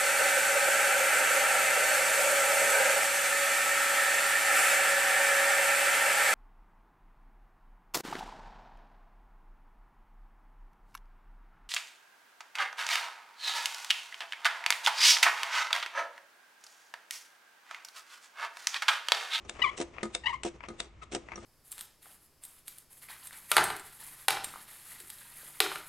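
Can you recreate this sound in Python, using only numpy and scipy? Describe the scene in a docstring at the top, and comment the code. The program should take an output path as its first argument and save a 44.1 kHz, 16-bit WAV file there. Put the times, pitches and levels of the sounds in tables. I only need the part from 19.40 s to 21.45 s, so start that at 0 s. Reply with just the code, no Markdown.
"""A hand-cranked sewing machine makes three stitches in thick hide, close by in a small workshop.
Each turn: the thread snaps off the hook, the needle sticks and slips with a squeak (barely in turn three),
the feed slides and clacks, the stitch creaks tight and the linkage knocks back. The iron frame rings
under the blows, the bench thuds and the gears murmur, over a low room hum."""
import sys
import numpy as np
from scipy import signal
from scipy.fft import rfft, irfft
from scipy.io import wavfile
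from scipy.ndimage import uniform_filter1d

SR = 44100
rng = np.random.default_rng(int(sys.argv[2]) if len(sys.argv) > 2 else 0)


def waveform_to_disk(signal):
    """Save audio, clipped to [-1, 1], as 16-bit WAV at the path in sys.argv[1]."""
    frames = np.transpose(np.atleast_2d(signal))
    scaled = np.clip(frames, -1, 1) * 32767
    samples = np.round(scaled).astype(np.int16)
    wavfile.write(sys.argv[1], SR, samples)


N = 90404


# Each row: start and length in seconds, first and last pitch in Hz, partials 1 to 3 in relative dB.
NEEDLE_SLIPS = [(.217, .017, 970, 985, -34, -26, -23), (.235, .024, 1215, 1085, -24, -24, -39),
                (.254, .02, 1100, 990, -29, -35, -42), (.271, .017, 990, 1010, -33, -35, -39),
                (.285, .019, 1080, 1120, -33, -37, -47), (.835, .013, 960, 915, -53, -41, -48),
                (.842, .013, 930, 880, -42, -48, -47), (.857, .012, 935, 945, -33, -30, -27),
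                (.866, .012, 985, 1005, -29, -25, -26), (.879, .011, 1090, 1040, -33, -32, -46),
                (.888, .013, 1020, 990, -39, -33, -42), (.892, .025, 965, 950, -30.5, -42, -51),
                (.912, .016, 960, 950, -44, -45, -47), (.927, .012, 1110, 1050, -32, -43, -56),
                (.936, .014, 1045, 1015, -30.5, -40, -52), (.949, .02, 1080, 1030, -46, -42, -58),
                (1.615, .028, 1310, 1260, -44, -57, -61)]
# Each row: frequency in Hz, relative gain in dB.
RASP_COLOUR = [(60, -4), (130, 2), (300, -15), (700, -12), (1170, 6), (1450, -12), (2200, 5), (3000, -4),
               (4200, -6), (5200, -12), (7500, -12), (10000, -22)]
# Each row: frequency in Hz, left minus right in dB.
HIDE_PAN = [(100, 1), (500, 2), (1000, 7), (2200, 9), (4000, 2), (10000, -1)]

def needle_squeaks():
    """Steel sticks and slips in the hide: each slip is a short gliding tone with overtones, over a rasp."""
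    tone_db, rasp_db, shimmer_db, left_lead_rad = -2.2, -26.5, 1.3, 1.35
    upper_db, upper_step_db = -14.5, -8
    tones, rasp = np.zeros((2, N)), np.zeros(N)
    jitter = 1 + .012 * wobble(70)
    shimmer = [shimmer_db * wobble(90) for _ in range(6)]
    for start, length, first_hz, last_hz, *levels in NEEDLE_SLIPS:
        span = np.arange(round(start * SR), round((start + length) * SR))
        progress = np.linspace(0, 1, len(span))
        pitch_hz = (first_hz + (last_hz - first_hz) * progress) * jitter[span]
        phase = 2 * np.pi * np.cumsum(pitch_hz) / SR
        swell = abs(np.sin(np.pi * progress)) ** .8
        rasp[span] += swell * amp(rasp_db + .7 * max(levels))
        upper_levels = [levels[-1] + upper_db + upper_step_db * k for k in range(3)]
        for k, db in enumerate(levels + upper_levels):
            lead = np.array([[left_lead_rad], [0]]) / (k + 1)
            partial = np.sqrt(2) * np.sin((k + 1) * phase + lead)
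            tones[:, span] += swell * amp(db + shimmer[k][span]) * partial
    return amp(tone_db) * pan(8.5) * tones + colour(rasp * hiss(), RASP_COLOUR, HIDE_PAN)


# Each row: time in seconds, level in dB, treble tilt in dB per octave, lead-in rub in dB re the snap.
THREAD_SNAPS = [(.0942, -31, -1.5, -17), (.7488, -22.5, 0, -17), (1.4015, -26.5, -.5, -16)]
# Each row: frequency in Hz, T60 in seconds, relative level in dB.
HOOK_MODES = [(2780, .03, -6), (3590, .035, 0), (3700, .025, -4)]
# Each row: frequency in Hz, relative gain in dB.
SNAP_COLOUR = [(100, -25), (400, -8), (700, -6), (1100, -10), (1750, -3), (2200, -5), (2800, 0), (3150, -9),
               (3600, 5), (4100, -8), (5500, -9), (8000, -6), (10000, -13)]
# Each row: frequency in Hz, left minus right in dB.
THREAD_PAN = [(100, 2), (600, 0), (1200, 5), (2000, 8), (3400, 7), (5600, -5), (10000, -3)]

def thread_snaps():
    """The thread rubs along the hook, then snaps free; hook and frame ring."""
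    frame_db, hook_db, rub_rise_s = -9, -3.5, .008
    t = clock()
    out = frame_ring([(at, db + frame_db) for at, db, _, _ in THREAD_SNAPS], "thread")
    out += pan(6) * ring([(at, db + hook_db) for at, db, _, _ in THREAD_SNAPS], HOOK_MODES)
    for at, db, tilt_db, rub_db in THREAD_SNAPS:
        rub = amp(rub_db) * (t < at) * np.exp(-abs(t - at) / rub_rise_s)
        snap = contact(at, hold_s=.003, fall_s=.0015, rattle_db=-13, rattle_s=.011)
        tilted = [(hz, gain_db + tilt_db * np.log2(hz)) for hz, gain_db in SNAP_COLOUR]
        out += colour(amp(db) * (rub + snap) * hiss(), tilted, THREAD_PAN)
    return out


# Each row: start in seconds, frame ring in dB, metal click in dB.
FEED_CLACKS = [(.3765, -48, -41), (.3865, -39, -46), (.4005, -26, -37), (.412, -32.5, -33),
               (1.033, -50, -34), (1.049, -26.5, -41), (1.0575, -31, -42), (1.063, -34, -42),
               (1.7195, -38, -44), (1.7345, -35, -47), (1.748, -28, -29), (1.7635, -34, -44)]
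# Each row: start in seconds, length in seconds, level in dB.
FEED_SLIDES = [(.365, .075, -44), (1.035, .062, -45), (1.713, .06, -44), (.11, .11, -64), (1.405, .06, -58),
               (1.618, .032, -56), (1.96, .09, -62)]
# Each row: frequency in Hz, relative gain in dB.
FEED_COLOUR = [(100, -15), (400, 0), (800, -2), (1500, -2), (2100, 0), (2900, 0), (3700, -2), (4700, -8),
               (5800, 0), (6600, -5), (8200, -2), (10000, -17)]
# Each row: frequency in Hz, left minus right in dB.
METAL_PAN = [(100, 1), (500, 1.5), (1200, 2), (2500, 5), (5000, -2), (10000, -1)]

def feed_clacks():
    """Steel parts slide and strike in quick clusters of blows."""
    clicks = power_sum(amp(db) * contact(at, hold_s=.003, fall_s=.003, rattle_db=-14, rattle_s=.012)
                       for at, _, db in FEED_CLACKS)
    steel = colour(clicks * hiss() + friction(FEED_SLIDES), FEED_COLOUR, METAL_PAN)
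    return steel + frame_ring([row[:2] for row in FEED_CLACKS], "feed")


# Each row: start in seconds, frame ring in dB, metal click in dB, spring ping in dB.
LINKAGE_KNOCKS = [(.049, -50, -62, -53), (.630, -27, -31, -60), (.6532, -34, -46, -70),
                  (1.285, -39, -41, -52), (1.3024, -37.5, -58, -70), (1.957, -44, -46, -34),
                  (1.9773, -38, -54, -70)]
# Each row: frequency in Hz, relative gain in dB.
LINKAGE_COLOUR = [(100, -12), (400, 0), (900, -3), (1300, 3), (2100, 0), (3000, -5), (3700, -1), (5000, -8),
                  (7500, -5), (10000, -11)]

def linkage_knocks():
    """The linkage knocks back and bounces; a small spring pings."""
    ping_hz, ping_t60_s = 5850, .03
    clicks = power_sum(amp(db) * contact(at, hold_s=.003, fall_s=.003, rattle_db=-8, rattle_s=.017)
                       for at, _, db, _ in LINKAGE_KNOCKS)
    metal = colour(clicks * hiss(), LINKAGE_COLOUR, METAL_PAN)
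    ping = ring([(at, db) for at, _, _, db in LINKAGE_KNOCKS], [(ping_hz, ping_t60_s, 0)])
    return metal + frame_ring([row[:2] for row in LINKAGE_KNOCKS], "linkage") + ping


# Each row: frequency in Hz, T60 in seconds, relative dB when struck by feed, by linkage, by thread.
FRAME_MODES = [(95, .08, -14, -28, -22), (221, .12, -15, -3, -17), (280, .08, -8, -12, -20),
               (345, .115, -3, -3, -9), (385, .08, -4, -9, -9), (415, .08, -10, -20, -14),
               (505, .08, -7, -8, -6), (600, .07, -8, -13, -7), (700, .08, -6.5, -11, -5),
               (945, .07, -13, -13, -13), (1238, .10, -18, -4, -14), (1455, .08, -24, -16, -22),
               (2100, .06, -21, -12, -16)]

def frame_ring(blows, striker):
    """The iron frame rings with a mix of modes set by the place struck; it radiates little bass."""
    column = ("feed", "linkage", "thread").index(striker)
    modes = [(hz, t60_s, levels[column]) for hz, t60_s, *levels in FRAME_MODES]
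    bass_cut = signal.butter(2, 150, "high", fs=SR, output="sos")
    return pan(2) * signal.sosfilt(bass_cut, ring(blows, modes))


# Each row: start in seconds, level in dB.
STITCH_CREAKS = [(.5828, -34), (.612, -45), (1.2055, -39), (1.237, -35), (1.886, -37), (1.918, -32),
                 (1.934, -45)]
# Each row: start in seconds, length in seconds, level in dB.
HIDE_RUBS = [(.14, .08, -54), (.183, .04, -43), (.30, .07, -55), (.53, .10, -54), (1.225, .047, -50),
             (1.614, .033, -51), (1.9, .045, -51)]
# Each row: frequency in Hz, relative gain in dB.
CREAK_COLOUR = [(100, -20), (400, -14), (650, -5), (820, -8), (960, 3), (1100, -7), (1300, 0), (1650, -3),
                (2100, 2), (2700, -5), (3300, -22), (5500, -30), (10000, -46)]
# Each row: frequency in Hz, relative gain in dB.
RUB_COLOUR = [(100, -8), (400, -4), (650, -1), (850, -3), (1200, 3), (1500, -9), (2200, -1), (3000, -8),
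              (4000, -20), (6000, -21), (10000, -38)]

def stitch_creaks():
    """Thread drags through the hide and slips tight in dull little creaks."""
    slips = sum(amp(db) * contact(at, hold_s=.0012, fall_s=.0015, rattle_db=-8, rattle_s=.01)
                for at, db in STITCH_CREAKS)
    creaks = colour(slips * hiss(), CREAK_COLOUR, HIDE_PAN)
    return creaks + colour(friction(HIDE_RUBS), RUB_COLOUR, HIDE_PAN)


# Each row: start in seconds, level in dB.
BENCH_JOLTS = [(.2205, -43), (1.0495, -42)]
# Each row: frequency in Hz, T60 in seconds, relative level in dB.
BENCH_MODES = [(62, .12, -5), (105, .06, -2), (160, .04, -1)]

def bench_thuds():
    """Two hard strokes thud faintly through the bench."""
    return ring(BENCH_JOLTS, BENCH_MODES)


# Each row: time in seconds, level in dB.
GEAR_LEVELS = [(0, -57), (.2, -54), (.47, -54), (.53, -61), (.72, -54), (.81, -62), (1.0, -65), (1.15, -54),
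               (1.2, -66), (1.36, -57), (1.46, -58), (1.53, -75), (1.69, -64), (1.85, -57), (2.02, -57),
               (2.05, -47)]
# Each row: frequency in Hz, relative gain in dB.
GEAR_COLOUR = [(60, -2), (150, -9), (220, -3), (280, -5), (345, 3), (450, -3), (700, -7), (1200, -11),
               (1600, -18), (2500, -17), (4500, -26), (6500, -23), (10000, -38)]

def gear_murmur():
    """The crank gears murmur unevenly through the frame."""
    level = amp(np.interp(clock(), *np.transpose(GEAR_LEVELS)))
    uneven_noise = unit_rms(hiss() * amp(2.5 * wobble(500)))
    return colour(level * uneven_noise, GEAR_COLOUR, METAL_PAN)


def near_reflections(direct):
    """Quick reflections off the machine and bench."""
    delay_s, fall_s = .002, .008
    t = clock()[:SR // 10]
    taps = rng.standard_normal((2, len(t))) * np.exp(-t / fall_s) * (t > delay_s)
    return convolve(direct, taps / np.linalg.norm(taps[0]))


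# Each row: frequency in Hz, T60 in seconds.
ROOM_DECAY = [(100, .3), (400, .3), (1200, .28), (4000, .26), (10000, .18)]

def room_tail(direct):
    """Short workshop reverberation, each band dying at its own rate."""
    hz, t, bands = signal.stft(hiss()[:, :SR // 2], SR, nperseg=256)
    decay = np.exp(-np.log(1000) * t / at_hz(ROOM_DECAY, hz)[:, None])
    _, tail = signal.istft(bands * decay * (t > .006), SR, nperseg=256)
    return convolve(direct, tail / np.linalg.norm(tail[0]))


# Each row: frequency in Hz, relative gain in dB.
AIR_COLOUR = [(20, -11), (40, -2), (62, 1), (85, 0), (120, -5), (200, -12), (350, -15), (800, -22),
              (1230, -16), (1550, -25), (2200, -20), (4300, -35), (7500, -38), (10000, -52)]

def room_hum():
    """A low, wavering hum in still air."""
    hum_hz, hum_db, air_db = 59, -61, -58.5
    pitch_hz = hum_hz * (1 + .04 * wobble(4000))
    hum = np.sqrt(2) * np.sin(2 * np.pi * np.cumsum(pitch_hz) / SR)
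    air = colour(hiss(), AIR_COLOUR, pan_curve=[(100, 1), (10000, 0)])
    return amp(air_db) * air + amp(hum_db) * hum


# Each row: frequency in Hz, left-right correlation.
NOISE_CORRELATION = [(50, .96), (300, .88), (600, .7), (1200, .5), (2500, .6), (5000, .65), (9000, .88)]

def hiss():
    """Stereo white noise, most alike in the bass."""
    left, independent = rfft(rng.standard_normal((2, N)))
    alike = np.clip(at_hz(NOISE_CORRELATION, np.fft.rfftfreq(N, 1 / SR)), -1, 1)
    right = alike * left + np.sqrt(1 - alike ** 2) * independent
    return irfft(np.array([left, right]), N)


def contact(start_s, hold_s, fall_s, rattle_db, rattle_s, attack_s=.0012):
    """Envelope of one contact: brief hold, quick fall, weaker rattle."""
    age = np.maximum(clock() - start_s, 0)
    hit = np.exp(-np.maximum(age - hold_s, 0) / fall_s)
    rattle = amp(rattle_db) * np.exp(-age / rattle_s)
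    return np.minimum(age / attack_s, 1) * np.hypot(hit, rattle)


def ring(blows, modes, rise_s=.0011, lag_s=.0002):
    """Blows (s, dB) strike damped modes (Hz, T60 s, dB); alternate modes lead on opposite sides."""
    t, impulses, response = clock()[:SR // 4], np.zeros((1, N)), 0
    for start, db in blows:
        impulses[0, round(start * SR)] += amp(db)
    for k, (hz, t60_s, db) in enumerate(modes):
        lead = (-1) ** k * min(2 * np.pi * hz * lag_s, 1) * np.array([[.5], [-.5]])
        response += amp(db) * np.exp(-np.log(1000) * t / t60_s) * np.sin(2 * np.pi * hz * t + lead)
    return convolve(impulses, response * np.minimum(t / rise_s, 1))


def friction(strokes, edge_s=.012, grain_db=2.2):
    """Grainy sliding noise that swells and fades with each stroke."""
    t = clock()
    level = power_sum(amp(db) * np.clip(np.minimum(t - start, start + length - t) / edge_s, 0, 1)
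                      for start, length, db in strokes)
    return level * unit_rms(hiss() * amp(grain_db * wobble(60)))


def colour(x, gain_curve, pan_curve, size=4096):
    """Minimum-phase filter, scaled to unit power, then panned by frequency."""
    hz = abs(np.fft.fftfreq(size, 1 / SR))
    gain = unit_rms(amp(at_hz(gain_curve, hz))) * pan(at_hz(pan_curve, hz))
    spectrum = np.exp(np.conj(signal.hilbert(np.log(gain))))
    return convolve(x, np.fft.ifft(spectrum).real[:, :size // 2])


def wobble(samples):
    """Smooth random motion, rms one."""
    return unit_rms(uniform_filter1d(uniform_filter1d(rng.standard_normal(N), samples), samples))


def pan(db):
    """Stereo gains for a left-minus-right level."""
    left = amp(np.atleast_1d(db))
    return 2 * np.array([left, np.ones_like(left)]) / (1 + left)


def at_hz(curve, hz):
    """Interpolates on a log-frequency axis."""
    knots_hz, values = np.transpose(curve)
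    return np.interp(np.log(hz + 1), np.log(knots_hz + 1), values)


def convolve(x, taps):
    return signal.fftconvolve(x, taps, axes=1)[:, :N]


def power_sum(envelopes):
    return np.sqrt(sum(envelope ** 2 for envelope in envelopes))


def unit_rms(x):
    return x / np.sqrt(np.mean(x ** 2) + 1e-20)


def amp(db):
    return 10 ** (np.asarray(db) / 20)


def clock():
    return np.arange(N) / SR


def scene():
    """The machine in its workshop."""
    near_db, room_db = -11, -17
    machine = thread_snaps() + feed_clacks() + linkage_knocks() + stitch_creaks()
    squeaks = needle_squeaks()
    machine += squeaks + amp(near_db) * near_reflections(squeaks) + bench_thuds() + gear_murmur()
    return machine + amp(room_db) * room_tail(machine) + room_hum()


def record(dry):
    """Steep low-pass on the whole mix."""
    cutoff_hz = 9850
    taps = signal.firwin(401, cutoff_hz, window=("kaiser", 7), fs=SR)
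    return signal.oaconvolve(dry, taps[None], "same")


dry = scene()
out = record(dry)
waveform_to_disk(out)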